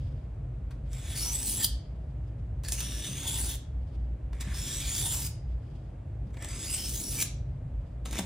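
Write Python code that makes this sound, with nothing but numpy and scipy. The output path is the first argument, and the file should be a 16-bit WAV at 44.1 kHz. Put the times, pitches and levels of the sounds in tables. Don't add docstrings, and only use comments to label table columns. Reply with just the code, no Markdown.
import sys
import numpy as np
from scipy import signal
from scipy.fft import rfft, irfft, next_fast_len
from scipy.io import wavfile
from scipy.ndimage import uniform_filter1d, map_coordinates

SR = 44100
rng = np.random.default_rng(int(sys.argv[2]) if len(sys.argv) > 2 else 0)


def voltage_ratio(decibels):
    exponent = np.asarray(decibels, float) / 20
    return 10 ** exponent


def materialize(psi):
    bounded = np.clip(np.atleast_2d(psi).T, -1, 1)
    quanta = np.round(bounded * 32767).astype(np.int16)
    wavfile.write(sys.argv[1], SR, quanta)


N = 363869


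def unit(x):
    return x / np.sqrt(np.mean(np.abs(x) ** 2) + 1e-20)


def along(points, hz):
    f, v = np.transpose(points)
    return np.interp(np.log(hz + 1), np.log(f + 1), v)


def curves(tables, t, outside=-120):
    out = np.full((len(tables[0][0]) - 1, len(t)), float(outside))
    for rows in tables:
        s, *cols = np.transpose(rows)
        inside = (t >= s[0]) & (t <= s[-1])
        out[:, inside] = [np.interp(t[inside], s, c) for c in cols]
    return out


def wobble(rate):
    knots = rng.standard_normal(int(N * rate / SR) + 4)
    return map_coordinates(knots, [np.arange(N) * rate / SR])


def swell(u, rise=.3):
    return np.sin(np.pi / 2 * np.clip(np.minimum(u, 1 - u) / rise, 0, 1)) ** 2


def filtered(x, response):
    m = 2 * next_fast_len(N // 2 + 4096)
    return irfft(rfft(x, m) * response(np.fft.rfftfreq(m, 1 / SR)), m)[..., :N]


def causal(response):
    def shaped(hz):
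        c = irfft(np.log(response(hz) + 1e-6))
        c[1:len(c) // 2] *= 2
        c[len(c) // 2 + 1:] = 0
        return np.exp(rfft(c))
    return shaped


def hiss(spectrum, alike=((100, 1),)):
    def mid_and_side(hz):
        turn = np.arccos(np.clip(along(alike, hz), -1, 1)) / 2
        return voltage_ratio(along(spectrum, hz)) * [np.cos(turn), np.sin(turn)]

    mid, side = filtered(rng.standard_normal((2, N)), mid_and_side)
    return unit(np.array([mid + side, mid - side]))


def peak(hz, centre_hz, width_hz):
    return 1 / np.hypot(1, (centre_hz ** 2 - hz ** 2) / (hz * width_hz + 1))


# middle in seconds, length in seconds, pitch in Hz, highest rms level in dB.
HUM_TONES = [(0.05, 0.31, 61, -40.5), (0.295, 0.19, 56, -35), (0.696, 0.79, 55, -38.5), (1.195, 1, 55, -41),
             (1.748, 0.11, 58.8, -30.5), (1.973, 0.22, 58.5, -38), (2.408, 1, 57, -38),
             (2.85, 0.47, 58, -37.5), (3.483, 0.41, 57.5, -35.5), (3.796, 0.19, 62, -33.5),
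             (4.046, 0.37, 58.3, -32), (4.411, 0.55, 58.6, -34.5), (4.857, 0.15, 58.3, -33.5),
             (5.156, 0.42, 59, -40), (5.529, 0.19, 59.3, -30.5), (5.857, 0.35, 50.4, -42),
             (6.393, 0.72, 58.3, -42), (6.912, 0.17, 60, -34.5), (7.41, .4, 57, -37.5),
             (7.771, 0.11, 56.6, -34), (8.069, .35, 57.7, -36)]


def appliance_hum():
    t = np.arange(N) / SR
    phases = rng.uniform(0, 2 * np.pi, len(HUM_TONES))
    hum = np.zeros(N)
    for (middle_s, length_s, hz, db), phase in zip(HUM_TONES, phases):
        on = np.abs(t - middle_s) < length_s / 2
        gain = np.sqrt(2) * voltage_ratio(db) * swell((t[on] - middle_s) / length_s + .5, rise=0.37)
        hum[on] += gain * np.sin(2 * np.pi * hz * t[on] + phase)
    return hum


# frequency in Hz, relative level per Hz in dB.
DEEP_COLOUR = [(22, -50.5), (33, -31.5), (45, 8.5), (66, 2), (80, -2), (110, -62.5), (300, -120)]
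DRONE_COLOUR = [(41, -69.5), (70, -3.5), (86, -5.5), (135, -4), (167, -19.5), (200, -50), (260, -75),
                (440, -120)]


def low_drones():
    deep = voltage_ratio(-42.5) * hiss(DEEP_COLOUR)
    drone = voltage_ratio(-41 + 1.5 * wobble(4.4)) * hiss(DRONE_COLOUR, [(130, 1.0)])
    return deep + drone


# frequency in Hz, relative level per Hz in dB.
AIR_COLOUR = [(100, -16), (170, 0.5), (196, -6), (247, -3.5), (400, -12.5), (613, -11), (1030, -22.5),
              (1490, -27), (2740, -34.5), (3100, -37), (5480, -46), (7830, -44), (12000, -52.5),
              (15600, -85.5), (22000, -120)]
# frequency in Hz, likeness (1 is the same on both sides).
AIR_LIKENESS = [(60, 0.91), (150, 1.0), (380, 0.69), (950, 0.1), (2380, 0.85), (5980, 0.077), (15000, 0.15)]


def room_air():
    return voltage_ratio(-52.5) * hiss(AIR_COLOUR, AIR_LIKENESS)


# frequency in Hz, relative level per Hz in dB.
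COUNTER_COLOUR = [(120, -31), (200, 1.5), (320, -2), (800, -24), (1500, -44), (3000, -120)]
LEAN_DB = [-0.5, 2, 0, 2.5, 8]


def counter_rumble():
    t = np.arange(N) / SR
    pressing_db = np.clip(curves(STROKES, t)[0] + 60, 0, None)
    leans = [[(rows[0][0], db), (rows[-1][0], db)] for rows, db in zip(STROKES, LEAN_DB)]
    lean_db = curves(leans, t, outside=0)[0]
    level_db = -62 + lean_db + 0.36 * pressing_db + 1.5 * wobble(8)
    return voltage_ratio(level_db) * hiss(COUNTER_COLOUR, [(300, 1.0)])


# middle in seconds, length in seconds, level at the top in dB before flutter.
SLEEVE_MOVES = [(0, 0.9, -64.5), (0.724, 0.092, -71), (0.876, 0.098, -68), (1.91, 0.82, -73.5),
                (2.11, 0.056, -71.5), (2.282, 0.16, -70), (2.395, .04, -68), (3.933, .45, -69.5),
                (5.518, .14, -68.5), (5.736, 0.64, -69.5), (6.28, 0.083, -66), (7.516, 0.22, -77),
                (7.86, .35, -75.5)]
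# frequency in Hz, relative level per Hz in dB.
CLOTH_COLOUR = [(1200, -19), (2500, -1.5), (3250, 2.5), (4100, -5), (4900, 0.5), (5600, -8.5),
                (8000, -12.5), (11000, -18.5), (14000, -23), (16500, -59)]


def sleeve_rustle():
    t = np.arange(N) / SR
    moves = sum(voltage_ratio(db) * swell((t - middle_s) / length_s + .5, rise=0.72)
                for middle_s, length_s, db in SLEEVE_MOVES)
    return moves * voltage_ratio(3.1 * wobble(49)) * hiss(CLOTH_COLOUR, [(3000, 0.21)])


# frequency in Hz, relative level per Hz in dB.
GRIT_COLOUR = [(350, -37), (600, -13), (823, -17), (1510, -14), (1750, -12.5), (3040, -6), (3430, -6.5),
               (4110, -6), (6460, -2), (8050, 0), (10700, -2.5), (12700, -7.5), (15100, -3), (16000, -19.5)]
# frequency in Hz, width in Hz, strength in dB over the grit.
BLADE_MODES = [(2260, 230, -6), (7900, 1100, -5.5), (9100, 500, -7), (10200, 1400, -4.5),
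               (13900, 700, -13.5)]


def blade_gain(hz):
    modes = sum((voltage_ratio(db) * peak(hz, centre, width)) ** 2 for centre, width, db in BLADE_MODES)
    return voltage_ratio(along(GRIT_COLOUR, hz)) * np.sqrt(1 + modes)


# start in seconds, strength in dB before filtering,
# dull knock in dB over that strength before filtering, time in seconds for the burst to fall by 60 dB.
CONTACTS = [(0.345, -60, 5.5, 0.022), (0.7073, -45, 6.5, 0.052), (0.8134, -68, 0.5, 0.016),
            (0.931, -29, -17, 0.048), (0.983, -28.5, 6.5, 0.0066), (1.4287, -16.5, -27, 0.021),
            (1.646, -10, -35, 0.014), (2.39, -63.5, 4, 0.015), (2.6359, -27, -9.5, 0.033),
            (2.6424, -32.5, -25, 0.013), (2.6843, -15.5, -36.5, 0.031), (2.721, -9.5, -49, 0.021),
            (2.8045, -10.5, -24.5, 0.031), (3.277, -17.5, -39.5, 0.023), (4.3297, -47, 18.5, 0.022),
            (4.405, -32.5, -20.5, 0.025), (4.545, -28, -4.5, 0.025), (4.95, -14, -33, 0.04),
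            (4.98, -14.5, -24, 0.025), (5.026, -18.5, -31, 0.021), (6.269, -57, 7, 0.015),
            (6.305, -58, 11.5, 0.028), (6.341, -47, 8.5, 0.035), (6.3687, -42, 11.5, 0.027),
            (6.4057, -48.5, 18.5, 0.019), (6.424, -23.5, -3.5, 0.024), (6.446, -20, -3.5, 0.018),
            (6.4867, -25, -22.5, 0.029), (7.224, -3, -27, 0.019), (8.0563, -28, 5.5, 0.024),
            (8.11, -22, -21, 0.02), (8.128, -20.5, -7.5, 0.046), (8.155, -20.5, 0.5, 0.017),
            (8.188, -12, -6, 0.043)]
# frequency in Hz, width in Hz.
CONTACT_MODES = [(1750, 200), (3480, 400), (870, 260), (5500, 300), (6450, 300)]


def touches():
    t = np.arange(SR // 8) / SR
    draws = rng.standard_normal((len(CONTACTS), 2, len(t)))
    crack, knock = np.zeros((2, N + SR))
    snap_shape = voltage_ratio(-60 * t / .008) * (1 - np.exp(-t / .0003))
    for (start_s, db, knock_db, t60_s), (grit, thud) in zip(CONTACTS, draws):
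        first = round(start_s * SR)
        burst_shape = voltage_ratio(-60 * t / max(t60_s, .004)) * (1 - np.exp(-t / 0.0038))
        snap = snap_shape * grit / np.abs(snap_shape * grit).max()
        crack[first:][:len(t)] += voltage_ratio(db) * (snap + voltage_ratio(-5.5) * burst_shape * grit)
        knock[first:][:len(t)] += voltage_ratio(db + knock_db) * burst_shape * thud

    def ringing(hz):
        modes = sum((voltage_ratio(5) * peak(hz, centre, width)) ** 2 for centre, width in CONTACT_MODES)
        return blade_gain(hz) * np.sqrt(1 + modes)

    def stone(hz):
        return peak(hz, 480, 900)

    scale = np.sqrt(np.mean(ringing(np.linspace(1, SR / 2, 400)) ** 2))
    bright = voltage_ratio(-9) * filtered(crack[:N], causal(ringing)) / scale
    dull = voltage_ratio(6.5) * filtered(knock[:N], causal(stone))
    return bright + dull


# frequency in Hz, time in seconds to fall by 60 dB.
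KITCHEN_T60 = [(300, .4), (2000, .42), (5000, 0.39), (10000, 0.22), (16000, .12)]


def kitchen(x, step=SR // 4):
    out = np.zeros((2, N + 2 * SR))
    fade = np.hanning(2 * step)
    for start in range(0, N, step):
        hz, t, z = signal.stft(rng.standard_normal((2, SR // 2)), SR, nperseg=256)
        share = np.clip((hz[:, None] - 300) / 1700, .15, .98)
        z = np.array([z[0], share * z[1] + np.sqrt(1 - share ** 2) * z[0]])
        decay = voltage_ratio(-60 * t / along(KITCHEN_T60, hz)[:, None])
        tail = signal.istft(z * decay, SR, nperseg=256)[1]
        piece = np.pad(x, (step, 2 * step))[start:][:2 * step] * fade
        wet = signal.fftconvolve(piece[None], tail / np.linalg.norm(tail[0]), axes=1)
        out[:, start:start + wet.shape[1]] += wet
    return out[:, step - 200:][:, :N]


# time in seconds, scrape level in dB before a fixed lift,
# blade flatness in dB (lying flat thickens the hiss, tilting up brightens it).
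STROKES = [
    [(.86, -89, 18), (.924, -54, 11.5), (1.13, -44, 9), (1.188, -34.5, 0.5), (1.312, -37, 1),
     (1.35, -32.5, -3.5), (1.425, -37, 0), (1.495, -32.5, -7.5), (1.56, -33.5, -2.5), (1.62, -30.5, 3),
     (1.641, -29.5, -7), (1.646, -17.5, -9.5), (1.654, -34, -11), (1.67, -38, -8.5)],
    [(2.63, -77, 8), (2.648, -40, 7), (2.676, -51.5, 7), (2.686, -37, 0.5), (2.712, -48.5, 6),
     (2.722, -30.5, -4), (2.76, -44, 4.5), (2.798, -37, 4.5), (2.974, -42, 7), (3.264, -41, 6),
     (3.282, -32.5, -4.5), (3.3, -38, 3), (3.426, -33, 1.5), (3.558, -44, 2), (3.58, -76, 1)],
    [(4.32, -91, 20), (4.33, -66, 17), (4.398, -65.5, 21.5), (4.41, -36, 7.5), (4.436, -56.5, 18.5),
     (4.534, -52, 15.5), (4.546, -42, 7), (4.64, -37.5, 4), (4.796, -37.5, 5), (4.834, -43, 8),
     (4.904, -35, 5), (5.058, -30.5, 0.5), (5.238, -39.5, 0), (5.268, -38, 0), (5.3, -70, 3.5)],
    [(6.33, -73, 23), (6.444, -49, 18.5), (6.624, -39.5, 8.5), (6.66, -40, 7), (6.746, -30.5, 0.5),
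     (6.756, -38, 3), (6.95, -38, -3.5), (7.11, -38, -3), (7.182, -36.5, 2.5), (7.218, -28.5, -1),
     (7.228, -29.5, -8.5), (7.236, -49, -6.5), (7.25, -47, -12)],
    [(8.04, -98, 7), (8.056, -45, 8), (8.082, -55, 12), (8.174, -43, 15), (8.184, -34.5, 7), (8.25, -67, 7)],
]
# start in seconds,
# length in seconds, first pitch in Hz, last pitch in Hz, strength in dB over the scrape before boost and flare.
RINGS = [(.87, .2, 7450, 7800, 10), (.98, .2, 1780, 1780, 8), (.85, .32, 3500, 3500, 11),
         (1.0, .1, 6400, 6900, 8), (1.02, .38, 10300, 11000, 6), (1.14, .08, 4650, 4500, 9),
         (1.19, .155, 5150, 6400, 12), (1.32, .17, 7900, 8300, 11), (1.47, .08, 8900, 9600, 12),
         (1.525, .07, 10500, 10700, 10), (1.41, .05, 9200, 9200, 11), (1.55, .1, 7500, 7600, 10),
         (1.58, .1, 4500, 4800, 5), (1.55, .12, 1800, 1800, 11), (1.22, .44, 870, 870, 11),
         (1.54, .15, 3400, 3400, 7), (2.62, .1, 4400, 4600, 9), (2.62, .46, 1750, 1750, 12),
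         (2.69, .16, 6450, 6150, 11), (2.81, .19, 5700, 5600, 10), (2.96, .36, 5700, 6900, 10),
         (2.78, .62, 3520, 3450, 12), (2.76, .5, 2850, 2900, 7), (3.28, .1, 6900, 8300, 12),
         (3.36, .17, 9400, 10200, 10), (2.8, .55, 9100, 9300, 7), (2.68, .25, 10600, 10700, 7),
         (3.27, .18, 10600, 10800, 9), (3.38, .09, 7400, 8600, 11), (3.33, .06, 4700, 5300, 7),
         (3.4, .07, 4200, 5000, 7), (3.22, .3, 870, 870, 11), (3.46, .12, 3480, 3480, 8),
         (4.33, .82, 3480, 3450, 10), (4.4, .4, 1750, 1750, 9), (4.52, .3, 5000, 6100, 10),
         (4.59, .23, 6900, 8000, 8), (4.8, .25, 4500, 4750, 5), (4.85, .18, 6800, 7400, 12),
         (5.01, .14, 8000, 9900, 11), (4.87, .23, 9000, 10800, 9), (5.06, .14, 7100, 7600, 9),
         (4.99, .25, 870, 870, 10), (5.22, .07, 5000, 5000, 8), (6.31, .35, 7550, 7900, 11),
         (6.32, .2, 1750, 1750, 9), (6.31, .36, 3400, 3450, 10), (6.39, .33, 5600, 7050, 10),
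         (6.47, .2, 4750, 5050, 11), (6.64, .26, 4850, 5400, 10), (6.41, .21, 8500, 9600, 8),
         (6.45, .35, 10600, 10500, 8), (6.7, .07, 8200, 8200, 13), (6.67, .1, 2750, 2800, 7),
         (6.72, .18, 3300, 2900, 5), (6.82, .2, 5800, 6600, 6), (7.02, .11, 5550, 5600, 12),
         (7.0, .13, 10600, 10600, 8), (6.82, .3, 870, 870, 6), (7.12, .12, 1750, 1750, 7),
         (7.14, .13, 5700, 6300, 7), (7.16, .11, 2300, 2430, 12), (8.03, .1, 900, 900, 13),
         (8.16, .1, 870, 870, 13), (8.03, .21, 3600, 3580, 13), (8.04, .2, 6450, 6450, 10),
         (8.1, .14, 5450, 5450, 10), (8.1, .13, 2350, 2350, 7)]
# pitch in Hz, width in Hz of the peak before it is squared.
RING_WIDTH = [(870, 220), (1750, 69), (3480, 580), (5000, 510)]


def scrape(streak_db=2.2, spiky_db=1.6, ring_db=1.5):
    grit = rng.standard_normal(N) * voltage_ratio(spiky_db * wobble(400) + 1.2 * wobble(40))
    hz, t, z = signal.stft(grit, SR, nperseg=512)
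    hz = hz[:, None]
    flat_db = curves(STROKES, t, outside=0)[1]
    heel_to_tip = [[(rows[0][0], 0), (rows[-1][0], 1)] for rows in STROKES]
    travel = curves(heel_to_tip, t, outside=0)[0]

    power = np.ones(z.shape)
    stutter = uniform_filter1d(rng.standard_normal((len(RINGS), 2, len(t))), size=4) * 2
    for (start_s, length_s, first_hz, last_hz, db), (flare, jump) in zip(RINGS, stutter):
        u = (t - start_s) / length_s
        on = (u > 0) & (u < 1)
        glide_hz = first_hz + (last_hz - first_hz) * u[on]
        ring_hz = glide_hz * (1 + 0.004 * jump[on])
        flare_db = ring_hz / 5500 * np.clip(flare[on], -3, 1.5)
        size = voltage_ratio(db + ring_db + flare_db) * swell(u[on], rise=min(.03 / length_s, .3))
        power[:, on] += (size * peak(hz, ring_hz, along(RING_WIDTH, ring_hz)) ** 2) ** 2

    treble_db = 4.5 * travel - .4 * flat_db
    treble_part = np.clip((hz - 8000) / 5000, 0, 1)
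    thick_part = np.clip((3200 - hz) / 900, 0, 1)
    gain = blade_gain(hz) * np.sqrt(power) * voltage_ratio(treble_db * treble_part + flat_db * thick_part)
    gain /= np.sqrt(np.mean(gain[35:128] ** 2, axis=0))

    patches = uniform_filter1d(rng.standard_normal(z.shape), size=3, axis=0)
    patches = uniform_filter1d(patches, size=10, axis=1)
    streaks = voltage_ratio(streak_db * np.clip(unit(patches), -3, 2))
    sound = signal.istft(z * gain * streaks, SR, nperseg=512)[1][:N]
    return voltage_ratio(curves(STROKES, np.arange(N) / SR)[0] + 4.0) * sound / np.std(grit)


# start in seconds, strength in dB before a 1 dB lift and decay.
STONE_THUMPS = [(2.859, -37), (3.09, -33), (4.472, -31), (6.264, -36), (7.225, -37), (8.192, -26)]


def thumps():
    thump_hz, t60_s = 187.6, 0.071
    out, t = np.zeros(N + SR), np.arange(SR // 4) / SR
    ring = voltage_ratio(-60 * t / t60_s) * (1 - np.exp(-t / 0.0012)) * np.sin(2 * np.pi * thump_hz * t)
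    for start_s, db in STONE_THUMPS:
        out[round(start_s * SR):][:len(t)] += voltage_ratio(db + 1) * ring
    return out[:N]


# frequency in Hz, radians by which left leads right.
LEFT_LEAD = [(600, 0), (1500, -.3), (2800, .4), (4300, .2), (5500, -1), (7000, -1.3), (12000, -1.5),
             (16000, -1.9)]


def scene():
    background = appliance_hum() + low_drones() + room_air() + counter_rumble() + sleeve_rustle()
    knife = touches() + scrape() + thumps()

    def left_and_right(hz):
        return np.exp(.5j * along(LEFT_LEAD, hz) * np.array([[1], [-1]]))

    direct = filtered(knife, left_and_right)
    return direct + voltage_ratio(-6.5) * kitchen(knife) + background


def roll_off(x):
    return signal.sosfilt(signal.butter(12, 16640, fs=SR, output="sos"), x)


# frequency in Hz, left over right in dB.
LEFT_OVER_RIGHT = [(100, 0), (380, 1.5), (1300, .5), (2400, -.3), (15000, 0)]
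# frequency in Hz, width in Hz, depth from 0 to 1.
TREBLE_DIP = (12400, 500, 0.6)


def record(dry):
    dip_hz, width_hz, depth = TREBLE_DIP

    def colour(hz):
        dip = 1 - np.clip(depth, 0, 1) * peak(hz, dip_hz, width_hz)
        balance = voltage_ratio(along(LEFT_OVER_RIGHT, hz) * np.array([[.5], [-.5]]))
        return balance * dip * (hz < 16050)

    mix = filtered(dry, colour)
    return roll_off(mix)


dry = scene()
out = record(dry)
materialize(out)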